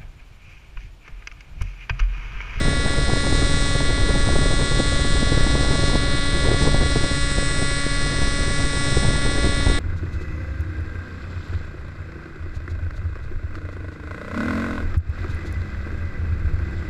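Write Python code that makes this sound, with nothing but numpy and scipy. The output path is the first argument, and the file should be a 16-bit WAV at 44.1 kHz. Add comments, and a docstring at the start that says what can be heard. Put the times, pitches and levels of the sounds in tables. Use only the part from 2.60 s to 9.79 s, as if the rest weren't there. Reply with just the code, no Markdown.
"""A hard, steady engine buzz under gusting wind: a powered paraglider cruising, heard from up in its wing.
Engine and propeller fire two sharp pulses a turn, with puffs of hiss between them.
The tone shifts as the trike swings below the wing, and the airstream buffets the microphone
with rumble, flutter, crackle and pops."""
import sys
import numpy as np
from scipy import signal
from scipy.fft import rfft, irfft
from scipy.io import wavfile
from scipy.ndimage import uniform_filter1d

SR = 44100
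rng = np.random.default_rng(int(sys.argv[2]) if len(sys.argv) > 2 else 0)


def int16_out(signal):
    """Quantize to a 16-bit WAV file."""
    q = np.round(np.clip(np.atleast_2d(signal).T, -1, 1) * 32767)
    wavfile.write(sys.argv[1], SR, q.astype(np.int16))


N = 317079
EDGE_HZ = 10750  # top of the camera's band
# strength of the airstream on the microphone: t/s, relative level/dB
AIRSTREAM = [(0.0, 0), (0.78, 2.0), (0.99, 1.2), (1.29, 2), (2.26, 2.6), (2.38, 0.3), (2.68, 0),
             (3.34, 3.5), (3.61, -0.5), (3.88, 1.5), (4.21, 2.0), (4.63, -3.5), (4.96, -2.8), (5.32, -8),
             (5.75, 0), (6.17, -3.0), (6.32, 1.5), (7.19, 0.8)]


def motor(buzz_db=-27.0, shaft_db=-33.5):
    """Engine and propeller: a buzz of sharp pulses, their hiss and the shaft's hum, locked to one speed."""
    # shaft speed: t/s, rotation rate/Hz
    shaft_speed = [(0.0, 140.51), (0.54, 140.57), (0.96, 140.71), (1.71, 140.64), (2.68, 140.82),
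                   (4.18, 140.89), (4.3, 140.82), (5.81, 140.71), (6.32, 140.9), (7.19, 140.9)]
    # tone colour of one pulse: multiple of the pulse rate, relative level/dB
    harmonics = [(1, 2), (2, -2.5), (3, -16), (4, -0.5), (5, -1.5), (6, 0), (7, 3), (8, -5.5), (9, -9.5),
                 (10, -9.5), (11, -11), (12, -5), (13, -1.5), (14, -3.5), (15, -3), (16, -13.5), (17, -9),
                 (18, -7.5), (19, -7.5), (20, -11.5), (21, -12.5), (22, -19.5), (23, -20), (24, -18),
                 (25, -16), (26, -16.5), (27, -15.5), (28, -11.5), (29, -9), (30, -8), (31, -14.5),
                 (32, -13), (33, -18), (34, -25), (35, -33), (36, -41), (37, -66.5)]
    speed, = follow(shaft_speed)
    turns = np.cumsum(speed * (1 + .0002 * wander(15))) / SR
    colour = [(k * 2 * speed.mean(), db) for k, db in harmonics]
    clicks = pulses(turns)
    buzz = gain_of(buzz_db + 0.46 * wander(23)) * coloured(clicks - clicks.mean(), colour, smear_s=0.000392)
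    hum = gain_of(shaft_db + 1.26 * wander(3.6)) * unit_rms(np.cos(2 * np.pi * turns))
    return swing(buzz, depth=1.4, fade_db=3.0) + swing(puffs(turns), depth=0.52, fade_db=1.2) + hum


def pulses(turns, lag_s=2e-5, weaker=.12, jitter_s=3e-6, scatter_db=.35):
    """Two dips of pressure a turn; every second one is a touch weaker and later, and no two are alike."""
    k = np.arange(1, int(2 * turns[-1]))
    shift, strength = rng.standard_normal((len(k), 2)).T
    at = np.interp(k / 2, turns, np.arange(N)) + SR * (lag_s * (k % 2) + jitter_s * shift)
    depth = (1 - weaker * (k % 2)) * gain_of(scatter_db * strength)
    near = at.astype(int)[:, None] + np.arange(-8, 9)
    away = near - at[:, None]
    click = np.sinc(away) * np.cos(np.pi * away / 18) ** 2  # can land between samples
    return -np.bincount(np.clip(near, 0, N - 1).ravel(), (depth[:, None] * click).ravel(), N)


def puffs(turns, burst_db=-40.0, swish_db=-35.5, steady=0.27):
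    """A short bright burst of hiss rides on each pulse, with a duller swish midway to the next."""
    # tone colour of the hiss: f/Hz, relative level/dB
    hiss = [(600, -9), (1500, -1), (2050, 1.5), (2400, -7), (2750, -14), (3000, -13), (3300, -4),
            (3750, .5), (4700, -7), (5700, -8.5), (6400, -14.5), (7600, -10.5), (8400, -1.5), (10400, -24)]

    def swell(centre, width):  # both in pulse periods
        away = (2 * turns - centre + .5) % 1 - .5
        return np.exp(-(away / width) ** 2)
    bright = [(hz, db + 8 * hz / EDGE_HZ) for hz, db in hiss]
    burst = coloured(swell(0.094, width=0.13) * rng.standard_normal(N), bright)
    swish = coloured((steady + swell(0.61, width=0.21)) * rng.standard_normal(N), hiss)
    return gain_of(burst_db) * burst + gain_of(swish_db) * swish


def swing(x, depth, fade_db):
    """The trike beams its bands unevenly as it swings; shifting reflections fade single overtones."""
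    # rides of the treble and of the rasp near 3.7 kHz: t/s, level/dB before share and depth
    treble = [(0.0, -1.3), (0.27, -1.1), (0.72, 1.3), (1.11, 1.1), (1.32, -1.2), (2.26, 1.5), (2.8, -0.1),
              (3.28, 1.7), (3.43, -1), (3.94, -0.9), (4.03, 1.8), (4.18, -1.4), (4.36, 0.5), (6.05, -0.5),
              (6.41, 0.8), (6.56, -1), (7.1, -0.5), (7.19, -2.4)]
    rasp = [(0.0, -1), (0.45, 0.4), (4.09, 1), (4.84, -1.2), (5.93, -0.8), (7.19, 0.4)]
    # how each band follows the rides: f/Hz, share of treble, share of rasp
    bands = [(1100, 0.25, 0.43), (1900, -0.4, -0.3), (2610, 0.6, -0.7), (3300, 0.15, 1.5), (4000, 0.44, .9),
             (5200, 1, -0.4), (6800, 1.6, -0.1), (8400, 1, -0.7)]
    hz, t, spectrum = signal.stft(x, SR, nperseg=1024, noverlap=768)
    band_hz, *shares = np.transpose(bands)
    beam_db = sum(np.outer(np.interp(hz, band_hz, share), np.interp(t, *np.transpose(ride)))
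                  for share, ride in zip(shares, (treble, rasp)))
    fading = uniform_filter1d(rng.standard_normal(spectrum.shape), size=7, axis=0)
    for _ in range(2):
        fading = uniform_filter1d(fading, size=70, axis=1, mode="wrap")
    fading = unit_rms(fading) * (hz / EDGE_HZ)[:, None]  # short waves fade the most
    spectrum = spectrum * gain_of(depth * beam_db + fade_db * fading)
    return signal.istft(spectrum, SR, nperseg=1024, noverlap=768)[1][:N]


def wind(rumble_db=-20, flutter_db=-29.3, crackle_db=-42.0, gust_db=1.2, gust_hz=16, eddy_hz=70):
    """Eddies pass the microphone: the stronger one is, the higher it reaches, from rumble to crackle."""
    # tone colours of the three wind layers: f/Hz, relative level/dB
    rumble = [(8, -3.5), (25, 2.5), (58, -2.5), (100, -10.5), (180, -19), (350, -30), (900, -72.5)]
    flutter = [(40, -5), (130, 2), (250, -1.5), (420, -3.5), (650, -9), (950, -21), (2500, -62.5)]
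    crackle = [(100, -25), (450, 1.5), (650, 0.5), (1000, -5.5), (1500, -14), (3500, -45)]
    air_db, = follow(AIRSTREAM)
    gusts = gain_of(gust_db * wander(gust_hz))
    eddies = 2 * np.tanh(wander(eddy_hz) / 2)

    def stirred(colour, lumpiness):
        return coloured(rng.standard_normal(N) * gusts * gain_of(lumpiness * eddies), colour)
    return (gain_of(rumble_db + 0.6 * air_db) * stirred(rumble, lumpiness=2.0)
            + gain_of(flutter_db + air_db) * stirred(flutter, lumpiness=4)
            + gain_of(crackle_db + 1.9 * air_db) * stirred(crackle, lumpiness=8.5))


def buffets(hits, pop_db=2, push_db=3, rise_s=0.00302, whirl_s=0.0011, scatter_s=0.00307, push_s=0.0028):
    """A hard eddy is a low push of pressure topped by a ragged pop: four whirls, each one weaker."""
    out, t = np.zeros(N), np.arange(N) / SR
    for (start, pop, push), whirls in zip(hits, rng.standard_normal((len(hits), 4, 3))):
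        near = abs(t - start) < .03
        age = t[near] - start - rise_s
        thump = np.exp(-(age / push_s / 2) ** 2) * np.cos(2 * age / push_s + whirls[0, 0])
        out[near] += gain_of(push_db + push) * thump
        for k, (delay, size, side) in enumerate(whirls):
            passage = (age - scatter_s * delay * min(k, 1)) / (whirl_s * np.exp(0.16 * size))
            whirl = (np.exp(3j * side) / (1 - 1j * passage) ** 3).real
            out[near] += gain_of(pop_db + pop) / np.sqrt(k + 1) * whirl
    return out


def small_buffets(per_s=9, base_db=-22.5, spread_db=3):
    """Lighter eddies hit at random, following the strength of the airstream."""
    when, size = rng.random((int(per_s * N / SR), 2)).T
    starts = (np.arange(len(when)) + when) / len(when) * N / SR
    db = base_db + np.interp(starts, *np.transpose(AIRSTREAM)) + spread_db * (2 * size - 1)
    return buffets(np.transpose([starts, db, db]))


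def coloured(x, colour, smear_s=0):
    """Causal EQ at rms 1: each click rings on, and the band's top trails the bass by smear_s."""
    size = 4096
    hz = np.fft.fftfreq(size, 1 / SR)
    colour_hz, colour_db = np.transpose(colour)
    log_gain = np.log(gain_of(np.interp(np.log(abs(hz) + 1), np.log(colour_hz + 1), colour_db)))
    phase_lag = np.pi * smear_s * hz * abs(hz) / EDGE_HZ
    response = np.exp(np.conj(signal.hilbert(log_gain)) - 1j * phase_lag)
    ring = np.fft.ifft(response).real[:size // 2]
    return unit_rms(signal.oaconvolve(x, ring)[:N])


def wander(hz):
    """Random drift of rms 1, rolling off above hz."""
    size = 2 ** 19
    lowpass = np.exp(-(np.fft.rfftfreq(size, 1 / SR) / hz) ** 2)
    return unit_rms(irfft(rfft(rng.standard_normal(N), size) * lowpass)[:N])


def follow(rows):
    """Each column of an automation table at every sample."""
    times, *columns = np.transpose(rows)
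    return [np.interp(np.arange(N) / SR, times, column) for column in columns]


def gain_of(db):
    """Decibels to a factor."""
    return 10 ** (np.asarray(db) / 20)


def unit_rms(x):
    """Scales to rms 1."""
    return x / np.sqrt(np.mean(x ** 2) + 1e-20)


def scene():
    """The motor below and the air at the microphone, in mono."""
    # the hardest eddies: t/s, relative pop level/dB, relative push level/dB
    hard_hits = [(0.079, -13, -17), (0.261, -16.5, -21), (0.534, -14, -18), (0.667, -15, -21),
                 (0.725, -14, -18), (1.687, -13.5, -21), (1.76, -14, -22), (2.198, -9.5, -26),
                 (2.627, -15, -24), (2.718, -13.5, -17.5), (2.772, -11.5, -16), (2.951, -14, -26),
                 (3.045, -16, -24), (3.11, -19.5, -20), (3.192, -18, -16), (3.354, -12.5, -26),
                 (3.888, -16, -17.5), (3.914, -13, -20), (3.943, -15, -18), (4.053, -19, -32),
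                 (4.144, -13.5, -16), (4.26, -14.5, -24), (4.358, -15, -23), (4.783, -17.5, -18),
                 (4.827, -20, -30), (5.024, -15, -21), (5.264, -18, -23), (6.371, -13.5, -23),
                 (6.482, -21, -15.5), (6.841, -15.5, -23), (7.064, -15, -16.5)]
    return (motor() + wind() + buffets(hard_hits) + small_buffets())[None]


def record(dry, dc_offset=-.0608):
    """A small camera cuts the top end and adds a constant offset."""
    lowpass = signal.firwin(511, EDGE_HZ, window=("kaiser", 9), fs=SR)
    return signal.oaconvolve(dry, lowpass[None], "same") + dc_offset


dry = scene()
out = record(dry)
int16_out(out)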